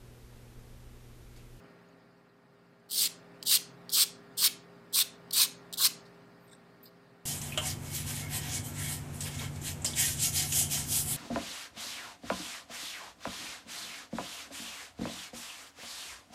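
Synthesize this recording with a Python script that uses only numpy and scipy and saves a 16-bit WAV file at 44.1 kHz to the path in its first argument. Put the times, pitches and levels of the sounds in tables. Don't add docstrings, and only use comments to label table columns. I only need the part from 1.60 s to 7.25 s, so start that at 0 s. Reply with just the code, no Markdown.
import sys
import numpy as np
from scipy import signal
from scipy.fft import rfft, irfft, next_fast_len
from scipy.io import wavfile
from scipy.ndimage import uniform_filter1d, map_coordinates

SR = 44100
rng = np.random.default_rng(int(sys.argv[2]) if len(sys.argv) > 2 else 0)


def inscribe(sig):
    pcm = np.round(np.clip(np.atleast_2d(sig).T, -1, 1) * 32767)
    wavfile.write(sys.argv[1], SR, pcm.astype(np.int16))


def boost(x):
    u = np.asarray(x, float) / 20
    return 10 ** u


N = 249341

# pitch_hz, level_db
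SLIP = [(1500, -79.5), (2400, -39), (3100, -11), (3800, -1), (4400, -3.5), (5100, -5.5), (6300, -11.5),
        (9000, -33.5)]
# pitch_hz, level_db
SIZZLE = [(2500, -82.5), (4500, -28.5), (6500, -2.5), (8500, 0), (11000, -2), (13500, -1.5), (16000, -3)]
# pitch_hz, width_hz, level_db
DRAG = [(2320, 1600, -2), (2770, 850, 1)]
# pitch_hz, width_hz, level_db
PAD = [(748, 540, -7), (1084, 250, 3.5), (1600, 440, 1.5)]


def brush():
    level_db, sizzle_db, drag_db, pad_db, stiffness = stroking()
    touch, touch_sizzle = touchdowns()
    slip = boost(level_db) + touch
    sizzle = boost(level_db + sizzle_db) + touch_sizzle

    rub = slips(share=0.3, spread_db=2.2, clump_db=0.9, clump_rate=280)
    rub = patchy(rub, depth_db=2.1)
    soft = unit(filtered(rub, lambda hz: boost(along(SLIP, hz / 0.87))))
    hard = unit(filtered(rub, lambda hz: boost(along(SLIP, hz / 1.13))))
    blend = np.pi / 2 * np.clip(stiffness, 0, 1)
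    pins = 0.67 * slip * (np.cos(blend) * soft + np.sin(blend) * hard)
    tips = sizzle * unit(filtered(rub, lambda hz: boost(along(SIZZLE, hz))))
    drag = boost(level_db + drag_db) * unit(filtered(rub, lambda hz: resonances(DRAG)(hz) ** 2))

    thuds = slips(share=0.01, spread_db=2.5, clump_db=1.0, clump_rate=90)
    thuds = patchy(thuds, depth_db=2.5)
    pad = boost(level_db + pad_db) * unit(filtered(thuds, lambda hz: resonances(PAD)(hz) ** 2))
    direct = pins + tips + drag + pad

    late = SR * 0.0002262 * (1 + 0.03 * wobble(9))
    reflected = map_coordinates(direct, [np.arange(N) - late])
    return 0.99 * (direct + 0.42 * reflected), direct


# time_s, slip_level_db
STROKES = [
    [(1.324, -40.5), (1.392, -31.5), (1.444, -30.5), (1.474, -34.5)],
    [(1.869, -34), (1.921, -26), (1.959, -26.5), (1.974, -32.5)],
    [(2.336, -30.5), (2.382, -28), (2.432, -26), (2.44, -31.5)],
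    [(2.782, -36.5), (2.816, -33), (2.856, -24.5), (2.878, -29)],
    [(3.345, -32), (3.381, -29), (3.41, -28.5), (3.424, -29)],
    [(3.733, -34), (3.777, -28.5), (3.831, -24.5), (3.86, -38.5)],
    [(4.183, -36), (4.191, -36), (4.255, -24), (4.272, -25.5)],
]
# landing_to_bite_s, first_hairs_db (relative to bite), pin_stiffness (0-1)
LANDINGS = [(0.033, -22.5, 0.58), (.016, -17.5, .55), (0.018, -16.5, .58), (.01, -15.5, 0.55),
            (0.018, -20.5, 0.45), (.008, -17, .62), (0.0092, -10, .62)]
# pins_sink_s, deep_drag_db (relative to slip), pad_seats_s, pad_knock_db,
# thin_pin_sizzle_db (relative to slip)
GRIPS = [(.13, -7, 0.065, -60.5, 2), (0.062, -8.5, .04, -51.5, 1), (0.041, -10, 0.046, -43.5, 2),
         (0.048, -9.5, .05, -45.5, 2), (.04, -10, 0.021, -45, 3), (0.034, -9.5, 0.04, -43.5, 1),
         (.07, -10, 0.019, -43, 0.5)]


def stroking():
    lift_s, lift_dull_db = 0.015, -4
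    shallow_db = -16.5
    unseated_db, pad_sag_db_per_s = -18.5, -70
    pad_follows = 0.3
    stiff_per_db = 0.03
    unloaded, load_s = 0.4, 0.025

    t = np.arange(N) / SR
    arriving = [[(stroke[0][0] - lead, stroke[0][1] + db), *stroke]
                for stroke, (lead, db, _) in zip(STROKES, LANDINGS)]
    level_db = level_curve(arriving, fade_s=0.02)

    bite = np.array([stroke[0][0] for stroke in STROKES])
    lift, lift_db = np.transpose([stroke[-1] for stroke in STROKES])
    k = np.clip(np.searchsorted(lift + 0.1, t), 0, len(lift) - 1)
    sink, deep_db, seat, knock_db, thin_db = np.transpose(GRIPS)[:, k]
    age, left = t - bite[k], lift[k] - t

    sizzle_db = thin_db + lift_dull_db * np.clip(1 - left / lift_s, 0, 1)
    drag_db = deep_db + shallow_db * np.clip(1 - age / sink, 0, 1)
    held_db = np.where(left > 0, np.maximum(level_db, -45), lift_db[k])
    pad_db = knock_db - held_db + pad_follows * (held_db + 30)
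    pad_db += unseated_db * np.clip(1 - age / seat, 0, 1)
    pad_db += pad_sag_db_per_s * np.clip(age - seat, 0, 1)
    stiffness = np.transpose(LANDINGS)[2][k] + stiff_per_db * (held_db + 28.5)
    stiffness += unloaded * np.clip(0.5 - age / load_s, 0, 1)
    return level_db, sizzle_db, drag_db, pad_db, stiffness


# start_s, peak_db, sizzle_db (relative to
# peak), length_s
TOUCHES = [(1.301, -49, 7.5, 0.0016), (1.302, -47, 3, .002), (1.31, -34, 6.5, 0.0023),
           (1.316, -31, -0.5, 0.0027), (1.8274, -20.5, -11, 0.002), (1.833, -39, 3.5, 0.0051),
           (2.2933, -26, -11, 0.0034), (2.299, -35.5, -1.5, 0.012), (2.777, -41.5, -10.5, 0.0039),
           (3.708, -28.5, -4.5, 0.0062), (4.127, -29.5, 2.5, 0.0035), (4.134, -28, -0.5, 0.0057),
           (4.139, -29, 0.5, 0.0053), (4.148, -40, -2, 0.0052), (4.157, -46, 5, 0.005),
           (4.451, -53.5, -21, 0.031)]


def touchdowns():
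    t = np.arange(N) / SR
    slip, sizzle = np.zeros(N), np.zeros(N)
    for start, db, sizzle_db, length in TOUCHES:
        age = np.clip((t - start) / length, 0, 40)
        burst = boost(db - 10.5) * (1 - np.exp(-25 * age)) * np.exp(-age ** 2)
        slip += burst
        sizzle += boost(sizzle_db) * burst
    return slip, sizzle


def slips(share, spread_db, clump_db, clump_rate):
    hit = rng.random(N) < share
    size = boost(spread_db * np.minimum(rng.exponential(size=N), 4))
    clicks = hit * size * rng.choice([-1, 1], N)
    return boost(clump_db * wobble(clump_rate)) * (unit(clicks) + 0.68 * rng.standard_normal(N))


def patchy(x, depth_db):
    z = signal.stft(x, nperseg=256)[2]
    field = uniform_filter1d(rng.standard_normal(z.shape), size=2, axis=0)
    field = uniform_filter1d(field, size=9, axis=1)
    return signal.istft(z * boost(depth_db * unit(field)), nperseg=256)[1][:N]


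# loudest_s, level_db, swell_s, fade_s
HANDLING = [
    [(4.884, -67, .006, .01)],
    [(4.882, -70, 0.0069, .01)],
    [(4.81, -80, .01, .03), (4.855, -72, .02, 0.042)],
    [(4.898, -67, .003, 0.0054), (4.919, -59, .005, .007), (4.933, -56.5, .004, 0.015)],
    [(4.898, -67, .003, 0.0056), (4.919, -57, 0.0067, .008), (4.932, -59, .004, .006),
     (4.95, -66, 0.0078, 0.011)],
    [(4.919, -74, .005, .007), (4.933, -74, .004, .012)],
    [(5.24, -61, .006, 0.0089), (5.264, -58.5, 0.01, .02)],
    [(5.232, -68, .003, 0.042)],
    [(5.231, -51, 0.0018, 0.011), (5.245, -60.5, .005, 0.033)],
]
# pitch_hz, width_hz, level_db
CREAKS = [
    [[(4200, 1100, 0)], [(8500, 800, 0)], [(13320, 800, 0)]],
    [[(3690, 300, 1), (5630, 900, -7)], [(7600, 710, 2), (8600, 480, 3)], [(12460, 5600, 0)]],
    [[(3880, 710, 0), (4980, 500, 2)], [(8270, 2000, 0)], [(12900, 2200, 0), (15300, 1000, -4)]],
]
# start_s, level_db, pitch_hz, time_to_fade_60_db_s
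PINGS = [
    (.288, -65, 6700, .03),
    (1.2, -74, 7450, .03),
    (4.934, -51, 1600, 0.033),
]


def handling():
    out, t = np.zeros(N), np.arange(N) / SR
    grains = slips(share=0.06, spread_db=3, clump_db=2, clump_rate=150)
    grains = patchy(grains, depth_db=2.5)
    for scuffs, modes in zip(HANDLING, sum(CREAKS, [])):
        level = np.zeros(N)
        for loudest, db, swell, fade in scuffs:
            distance = np.maximum((loudest - t) / swell, (t - loudest) / fade)
            level += boost(db) * np.exp(-distance ** 2)
        out += level * unit(filtered(grains, lambda hz: resonances(modes)(hz) ** 2))
    for start, db, hz, t60 in PINGS:
        age = np.clip(t - start, 0, 1)
        out += boost(db - 60 * age / t60) * np.sin(2 * np.pi * hz * age)
    return out


# pitch_hz, time_to_fade_60_db_s
ROOM = [(1000, 0.24), (3000, 0.38), (6000, 0.47), (10000, 0.46), (15000, 0.3)]
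# pitch_hz, level_db
WALLS = [(1000, 6.5), (3000, 4), (6500, 2), (11000, 0), (15000, -0.5)]
# pitch_hz, level_db (per frequency bin)
GATE = [(1000, -105), (4000, -98), (8000, -93), (12000, -84.5), (15000, -80)]


def room(x):
    hz, t, z = signal.stft(rng.standard_normal(SR // 2), SR, nperseg=256)
    hz = hz[:, None]
    tail_db = along(WALLS, hz) - 60 * t / along(ROOM, hz)
    tail_db -= hz / 2500 * (t / 0.086) ** 2
    tail = signal.istft(z * boost(tail_db), SR, nperseg=256)[1]
    delayed = np.pad(x, (200, 0))
    wet = boost(-15.5) * signal.fftconvolve(delayed, tail / np.linalg.norm(tail))[:N]

    hz, t, z = signal.stft(wet, SR, nperseg=512)
    hz = hz[:, None]
    power = uniform_filter1d(np.abs(z) ** 2, size=4, axis=0)
    power = np.abs(uniform_filter1d(power, size=4, axis=1)) + 1e-20
    floor = boost(-6 - hz / 900)
    kept = np.clip(1 - boost(2 * along(GATE, hz)) / power, floor, 1)
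    return signal.istft(z * kept, SR, nperseg=512)[1][:N]


# time_s, level_db
OPENING = [
    (0.0, -56.5),
    (0.68, -63.5),
    (1.3, -62.5),
    (1.38, -56),
    (2.94, -55.5),
    (3.299, -57.5),
    (3.55, -55.5),
    (4.39, -55),
    (4.66, -58),
    (5.65, -61.5),
]
# pitch_hz, level_db
AIR = [(45, -33.5), (70, -20), (95, -17.5), (125, -6.5), (190, -8.5), (270, -2), (330, -9), (520, -10.5),
       (700, -10.5), (1300, -15), (1950, -17.5), (2300, -22), (3100, -51)]
# pitch_hz, level_db
HISS = [(1800, -14.5), (2200, 3), (2700, 3), (3300, -2), (4900, 0), (5700, -9.5), (7200, -12),
        (8900, -11.5), (10300, -16.5), (12500, -18.5), (14000, -13), (14800, -21.5), (15500, -40.5)]
# multiple_of_shaft_speed, level_db
MOTOR = [(1, -18), (2, -12), (3, -3), (4, -11), (7, -3), (9, -10.5), (11, -14), (14, -19.5), (19, -16.5),
         (21, -15.5), (24, -14.5), (26, -19.5), (29, -17.5), (32, -15)]
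# pitch_hz, level_db
FAN = [(132, -9.5), (264, -13), (667, -18)]


def background():
    t = np.arange(N) / SR
    air = unit(filtered(rng.standard_normal(N), lambda hz: boost(along(AIR, hz))))
    grain = patchy(rng.standard_normal(N), depth_db=2.5)
    hiss = unit(filtered(grain, lambda hz: boost(along(HISS, hz))))
    shaft_hz = 57.7
    turn = 2 * np.pi * shaft_hz * t + 0.018 * wobble(4.7)
    motor, fan = np.zeros(N), np.zeros(N)
    for k, db in MOTOR:
        motor += boost(db + 0.74 * wobble(9.5)) * np.sin(k * turn + 6 * rng.random())
    for hz, db in FAN:
        fan += boost(db + 3 * wobble(12)) * np.sin(2 * np.pi * hz * t + 0.9 * wobble(14))
    whine = boost(-99.0 + 4 * wobble(20)) * np.sin(2 * np.pi * 12400 * t + 2.3 * wobble(60))

    time_s, db = np.transpose(OPENING)
    opening_db = np.interp(t, time_s, db) + 0.15 * wobble(3.2)
    hum = boost(opening_db) * (boost(-2.0) * air + motor + fan)
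    hiss_db = 0.96 * (opening_db + 58.5) - 71.5
    return hum + boost(hiss_db) * hiss + whine


def unit(x):
    return x / np.sqrt(np.mean(x ** 2) + 1e-20)


def along(points, hz):
    f, v = np.transpose(points)
    return np.interp(np.log(hz + 1), np.log(f + 1), v)


def level_curve(tables, fade_s):
    rows = []
    for table in tables:
        (start, first_db), (end, last_db) = table[0], table[-1]
        rows += [(start - fade_s / 2, first_db - 60), *table, (end + fade_s, last_db - 60)]
    time_s, db = np.transpose(rows)
    return np.interp(np.arange(N) / SR, time_s, db)


def wobble(rate):
    return map_coordinates(rng.standard_normal(int(N * rate / SR) + 4), [np.arange(N) * rate / SR])


def filtered(x, response):
    m = next_fast_len(N + SR // 2)
    return irfft(rfft(x, m) * response(np.fft.rfftfreq(m, 1 / SR)), m)[..., :N]


def resonances(modes):
    def response(hz):
        total = 0
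        for k, (centre, width, db) in enumerate(modes):
            damping = 1j * hz * width
            total = total + (-1) ** k * boost(db) * damping / (centre ** 2 - hz ** 2 + damping)
        return total
    return response


def scene():
    near, direct = brush()
    tools = handling()
    return (near + tools + room(direct + tools) + background())[None]


def low_pass(x):
    return signal.sosfilt(signal.butter(12, 16690, fs=SR, output="sos"), x)


def record(dry):
    def recorder_response(hz):
        treble = boost(-30 * np.clip((hz - 15880) / 120, 0, 1.5))
        bass = hz ** 4 / (hz ** 4 + 48 ** 4)
        return treble * bass
    mix = filtered(dry, recorder_response)
    return low_pass(mix)


dry = scene()
out = record(dry)
inscribe(out)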